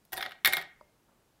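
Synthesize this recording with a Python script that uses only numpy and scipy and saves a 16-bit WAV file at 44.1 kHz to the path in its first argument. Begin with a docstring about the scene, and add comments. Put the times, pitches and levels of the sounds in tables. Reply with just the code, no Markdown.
"""Ice cubes in a jug

Tongs pick at ice in a jug, close by in a small kitchen: a light rattle, then a loud tumble.
Each hit is a dull knock, a bright crack, the hum of the jug, the ring of its wall and a glassy clink.
The cubes slide with tiny clicks, and the table thuds under the jug.
A soft tap and a faint rustle follow over quiet room air."""
import sys
import numpy as np
from scipy import signal
from scipy.fft import rfft, irfft, next_fast_len
from scipy.io import wavfile

SR = 44100
rng = np.random.default_rng(int(sys.argv[2]) if len(sys.argv) > 2 else 0)


def to_wav(sig):
    """Store sig (one row per channel, or 1-D mono) as 16-bit WAV at the path in sys.argv[1].

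    Samples outside -1..1 are clipped; the rate is SR.
    """
    pcm = np.clip(np.atleast_2d(sig), -1, 1) * 32767
    pcm = np.round(pcm).astype(np.int16)
    wavfile.write(sys.argv[1], SR, pcm.T)  # frames by channels


N = 61739
BURST_SAMPLES, RING_SAMPLES = 4096, 24576
ATTACK_S = 0.00093

# The bright tone colour of cracking ice. Each row: frequency in Hz, relative level in dB.
ICE_COLOUR = [(500, -26), (3000, -7.5), (5000, -3), (6600, -14.5), (8800, -8), (10000, -1), (11500, -3.5),
              (14300, 2.5), (16000, -7.5)]


def undb(db):
    """Turns decibels into a number to multiply by."""
    return 10 ** (np.asarray(db) / 20)


def on_log(hz, points):
    """Reads between (Hz, value) points, giving every octave the same width."""
    p = np.array(points, float)
    return np.interp(np.log(np.maximum(hz, 1)), np.log(p[:, 0]), p[:, 1])


def noise(colour, size):
    """Noise with the given tone colour and a typical size (rms) of 1."""
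    gains = undb(on_log(np.fft.rfftfreq(size, 1 / SR), colour))
    x = irfft(rfft(rng.standard_normal(size)) * gains, size)
    return x / x.std()


def fade(fade_s, size=RING_SAMPLES):
    """Dies away, falling 60 dB in the fade time."""
    return np.exp(-np.log(1000) * np.arange(size) / SR / fade_s)


def rise(seconds, size=RING_SAMPLES):
    """Climbs evenly from 0 to 1, then stays there."""
    return np.minimum(np.arange(size) / SR / seconds, 1)


def burst(colour, fade_s, attack_s):
    """The noisy, quickly dying shake of a hit; chance does not change its energy."""
    shape = rise(attack_s, BURST_SAMPLES) * fade(fade_s, BURST_SAMPLES)
    x = noise(colour, BURST_SAMPLES) * shape
    return x * np.sqrt(np.sum(shape ** 2) / np.sum(x ** 2))


def ring(tones, pitch=1, size=RING_SAMPLES):
    """A struck object rings with its own tones, each a fading sine wave."""
    t = np.arange(size) / SR
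    waves = (undb(db) * fade(fade_s, size) * np.sin(2 * np.pi * hz * pitch * t)
             for hz, db, fade_s in tones)
    return rise(ATTACK_S, size) * sum(waves)


def strike(waves, scatter_db=1.5):
    """Mixes an object's tones at random strengths, as each spot that is hit favours different ones."""
    return undb(scatter_db * rng.standard_normal(len(waves))) @ waves


def add(out, start, x):
    """Mixes x into out from a start time in seconds."""
    i = max(int(start * SR), 0)
    x = x[:len(out) - i]
    out[i:i + len(x)] += x


def room_air():
    """The quiet, steady noise of the room."""
    # A mostly low hush. Each row: frequency in Hz, relative level in dB.
    air_colour = [(15, -30), (25, 0.5), (195, -1.5), (962, -10), (1500, -14), (2160, -17.5), (4140, -20.5),
                  (14800, -24.5), (16000, -29)]
    return undb(-69) * noise(air_colour, next_fast_len(N))[:N]


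def ice_hits():
    """Each cube knocks and cracks, with a very short bright rise into the crack; cube and jug ring."""
    # The hits. Each row: start in seconds, relative levels in dB of the knock, crack, jug body,
    # jug wall and clink, then the cube's pitch in Hz.
    hits = [ (0.051, -66, -33.5, -43, -65, -74, 12000), (0.1214, -29, -20.5, -15, -32, -48.5, 10600),
            (.1272, -23, -14, -14, -26, -45.5, 12600), (.1298, -11.5, -13.5, -7.5, -17.5, -40, 13050),
            (0.1363, -19, -15.5, -13, -28, -43, 13240), (.1650, -19, -26.5, -15, -29.5, -36, 10600),
            (0.1762, -9.5, -12.5, -3.5, -18, -27.5, 11000), (.1935, -17, -29.5, -9.5, -21.5, -33, 11600),
            (.2076, -9, -22, -15, -17.5, -16, 10100), (.2258, -3, -20, -12.5, -18, -14.5, 10500),
            (.2512, -16.5, -27.5, -10.5, -21, -28.5, 10400), (.2605, -8.5, -24.5, -8.5, -20, -35.5, 10800),
            (.2925, -33.5, -32, -21, -33, -49, 13400), (0.3085, -19.5, -32, -31, -26, -38.5, 10800),
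            (.3185, -17, -29.5, -25, -27, -28.5, 10500), (0.4478, 3, 2.5, -9.5, -8.5, 5, 14500),
            (.457, 2, 9, -4, 0.5, 3.5, 13450), (.4605, -6, -3.5, -15.5, -18, -6, 12550),
            (0.4735, 1, 3.5, 0.5, -19.5, -10.5, 15000), (.5252, -4, -5.5, -12.5, -14, -34, 13800),
            (.5337, -1.5, 2, -5, -9, -0.5, 13100), (0.5684, -2.5, -5, -3, -9.5, -24.5, 12700),
            (.5805, -7.5, -23, -12, -26, -20, 12900), (0.6133, -14.5, -22, -24, -20, -44, 11000),
            (.6225, -18, -26, -23, -24, -49, 13900)]
    # Tones of the jug's body, its wall and the glassy clink.
    # Each row: frequency in Hz, relative level in dB, fade time in seconds.
    body_tones = [(367.6, -12, 0.16), (392, -15, 0.08), (752, -2.5, 0.14), (804.3, -12, 0.08),
                  (1030, -9, .07), (3380, -2, .05), (3612, -3, 0.06)]
    wall_tones = [(1259, -6, .07), (1490, -9, .07), (1573, -6, .07), (1732, -7, .09), (1886, 1, .11)]
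    clink_tones = [(2107, -24, .73), (2133, 2.5, .11), (2191, -2, .09), (2307, -1, .07), (3486, -4, .05),
                   (3679, -4, .055), (3796, -2, .055), (4215, -7, .055), (4400, -9, .055), (5540, -15, .05)]
    # A cube's high tones. Each row: multiple of its pitch, relative level in dB, fade time in seconds.
    cube_tones = [(.555, -10, .02), (.75, -11, .015), (.94, -2, 0.013), (1., 3, 0.013)]
    # Colours of the knock and the jug's dull body. Each row: frequency in Hz, relative level in dB.
    knock_colour = [(60, -31), (500, -18.5), (950, -20.5), (1350, 1.5), (1750, 5), (2020, 2.5),
                    (2550, -5.5), (3600, -0.5), (4600, -10), (6500, -25.5), (9000, -38)]
    hollow_colour = [(50, -17.5), (170, -4.5), (250, -8), (370, -19), (480, -6.5), (780, 9.5), (1050, 1.5),
                     (1500, -21), (5000, -44.5)]
    crack_fade_s, onset_lead_s = 0.011, 0.00067
    body = np.array([ring([tone]) for tone in body_tones])
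    wall = np.array([ring([tone]) for tone in wall_tones])
    clink = np.array([ring([tone]) for tone in clink_tones])
    out = np.zeros(N)
    for start, knock_db, crack_db, body_db, wall_db, clink_db, cube_hz in hits:
        push_s = ATTACK_S * undb(-0.36 * max(knock_db, -24))  # weaker knocks push longer, up to a limit
        knock = undb(knock_db - 19) * burst(knock_colour, fade_s=0.023, attack_s=push_s)
        cube = undb(crack_db - 26.5) * ring(cube_tones, cube_hz, BURST_SAMPLES)
        crack = undb(crack_db - 22) * burst(ICE_COLOUR, crack_fade_s, ATTACK_S)
        crack_tail = undb(crack_db - 29.5) * burst(ICE_COLOUR, fade_s=0.03, attack_s=ATTACK_S)
        crack_onset = undb(crack_db - 25) * burst(ICE_COLOUR, crack_fade_s, onset_lead_s)
        hollow = undb(body_db - 33) * burst(hollow_colour, fade_s=0.086, attack_s=0.0055)
        add(out, start - onset_lead_s, crack_onset)
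        add(out, start, knock + cube + crack + crack_tail + hollow)
        add(out, start, undb(body_db - 34) * strike(body))
        add(out, start, undb(wall_db - 22.5) * strike(wall))
        add(out, start, undb(clink_db - 25.5) * strike(clink))
    return out


def kitchen_echo(sound):
    """Reflections blur into a short echo; each octave fades at its own pace, the treble first."""
    # The echo's colour. Each row: frequency in Hz, relative level in dB.
    echo_colour = [(60, 2.5), (170, 8.5), (300, 0), (500, 6.5), (1500, -7), (4000, -3.5), (8000, 0.5),
                   (15000, -21.5)]
    # How long the room rings. Each row: frequency in Hz, fade time in seconds.
    fade_times = [(100, 0.34), (500, 0.2), (2000, 0.46), (5000, 0.18), (14000, 0.12)]
    delay_s, build_s = 0.004, 0.0078
    hz = np.fft.rfftfreq(RING_SAMPLES, 1 / SR)
    spectrum = rfft(rng.standard_normal(RING_SAMPLES)) * undb(on_log(hz, echo_colour))
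    octaves_hz = 62.5 * 2. ** np.arange(9)
    echo = np.zeros(RING_SAMPLES)
    for centre in octaves_hz:
        band = on_log(hz, [(c, c == centre) for c in octaves_hz])
        shape = fade(on_log(centre, fade_times)) * rise(build_s)
        add(echo, delay_s, irfft(spectrum * band) * shape / np.linalg.norm(shape))
    return undb(-5.5) * signal.fftconvolve(sound, echo)[:N]


def ice_slides(slips_per_s=600, scatter_db=5):
    """Sliding ice catches and slips in tiny random clicks."""
    # The slides between hits. Each row: start in seconds, length in seconds, level in dB.
    slides = [(0.126, 0.018, -36.5), (0.158, 0.035, -42), (0.204, 0.04, -47.5), (.449, 0.013, -32),
              (0.474, 0.019, -37.5), (0.517, 0.096, -54.5)]
    out = np.zeros(N)
    t = np.arange(BURST_SAMPLES) / SR
    for start, length, db in slides:
        slips = rng.random(BURST_SAMPLES) < slips_per_s / SR
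        sizes = undb(scatter_db * rng.standard_normal(BURST_SAMPLES))
        click = burst(ICE_COLOUR, fade_s=0.004, attack_s=ATTACK_S)
        clicks = signal.fftconvolve(slips * sizes, click)[:BURST_SAMPLES]
        swell = np.sin(np.pi * np.minimum(t / length, 1))
        add(out, start, undb(db) * clicks / clicks.std() * swell)
    return out


def table_thuds():
    """The table under the jug rings with low thuds."""
    # The thuds. Each row: start in seconds, level in dB.
    thuds = [(0.131, -57.5), (0.473, -58.5)]
    # The table's tones. Each row: frequency in Hz, relative level in dB, fade time in seconds.
    table_tones = [(66.3, -2, 0.32), (84, -6.5, 0.057), (160, -10, 1)]
    out = np.zeros(N)
    for start, db in thuds:
        add(out, start, undb(db) * ring(table_tones))
    return out


def soft_tap():
    """A soft, dead tap whose tones die almost at once."""
    # Its tones, the last a tiny ping. 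Each row: frequency in Hz, relative level in dB, fade in seconds.
    tap_tones = [(606, 2.5, 0.035), (970, 8.5, 0.017), (1129, -4.5, 0.029), (4830, -16, 0.025)]
    return undb(-47) * ring(tap_tones)


def arm_rustle():
    """An arm moves over with a faint, fading rustle."""
    # The rustle's muffled colour. Each row: frequency in Hz, relative level in dB.
    rustle_colour = [(100, -17), (550, -6), (1300, -6), (2500, -26), (8000, -45)]
    return undb(-67) * noise(rustle_colour, RING_SAMPLES) * rise(seconds=0.02) * fade(fade_s=0.4)


def scene():
    """Ice and soft handling sounds echo in the kitchen, over quiet air."""
    clatter = ice_hits() + ice_slides()
    handling = table_thuds()
    add(handling, start=0.8107, x=soft_tap())
    add(handling, start=1.075, x=arm_rustle())
    air = room_air()
    echo = kitchen_echo(clatter + 0.4 * handling)  # only part of the handling reaches the room
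    return (clatter + handling + echo + air)[None]


def record(dry, top_hz=15750):
    """A steep filter cuts away the highest treble."""
    return signal.sosfilt(signal.ellip(10, .2, 70, top_hz, fs=SR, output="sos"), dry)


dry = scene()
out = record(dry)
to_wav(out)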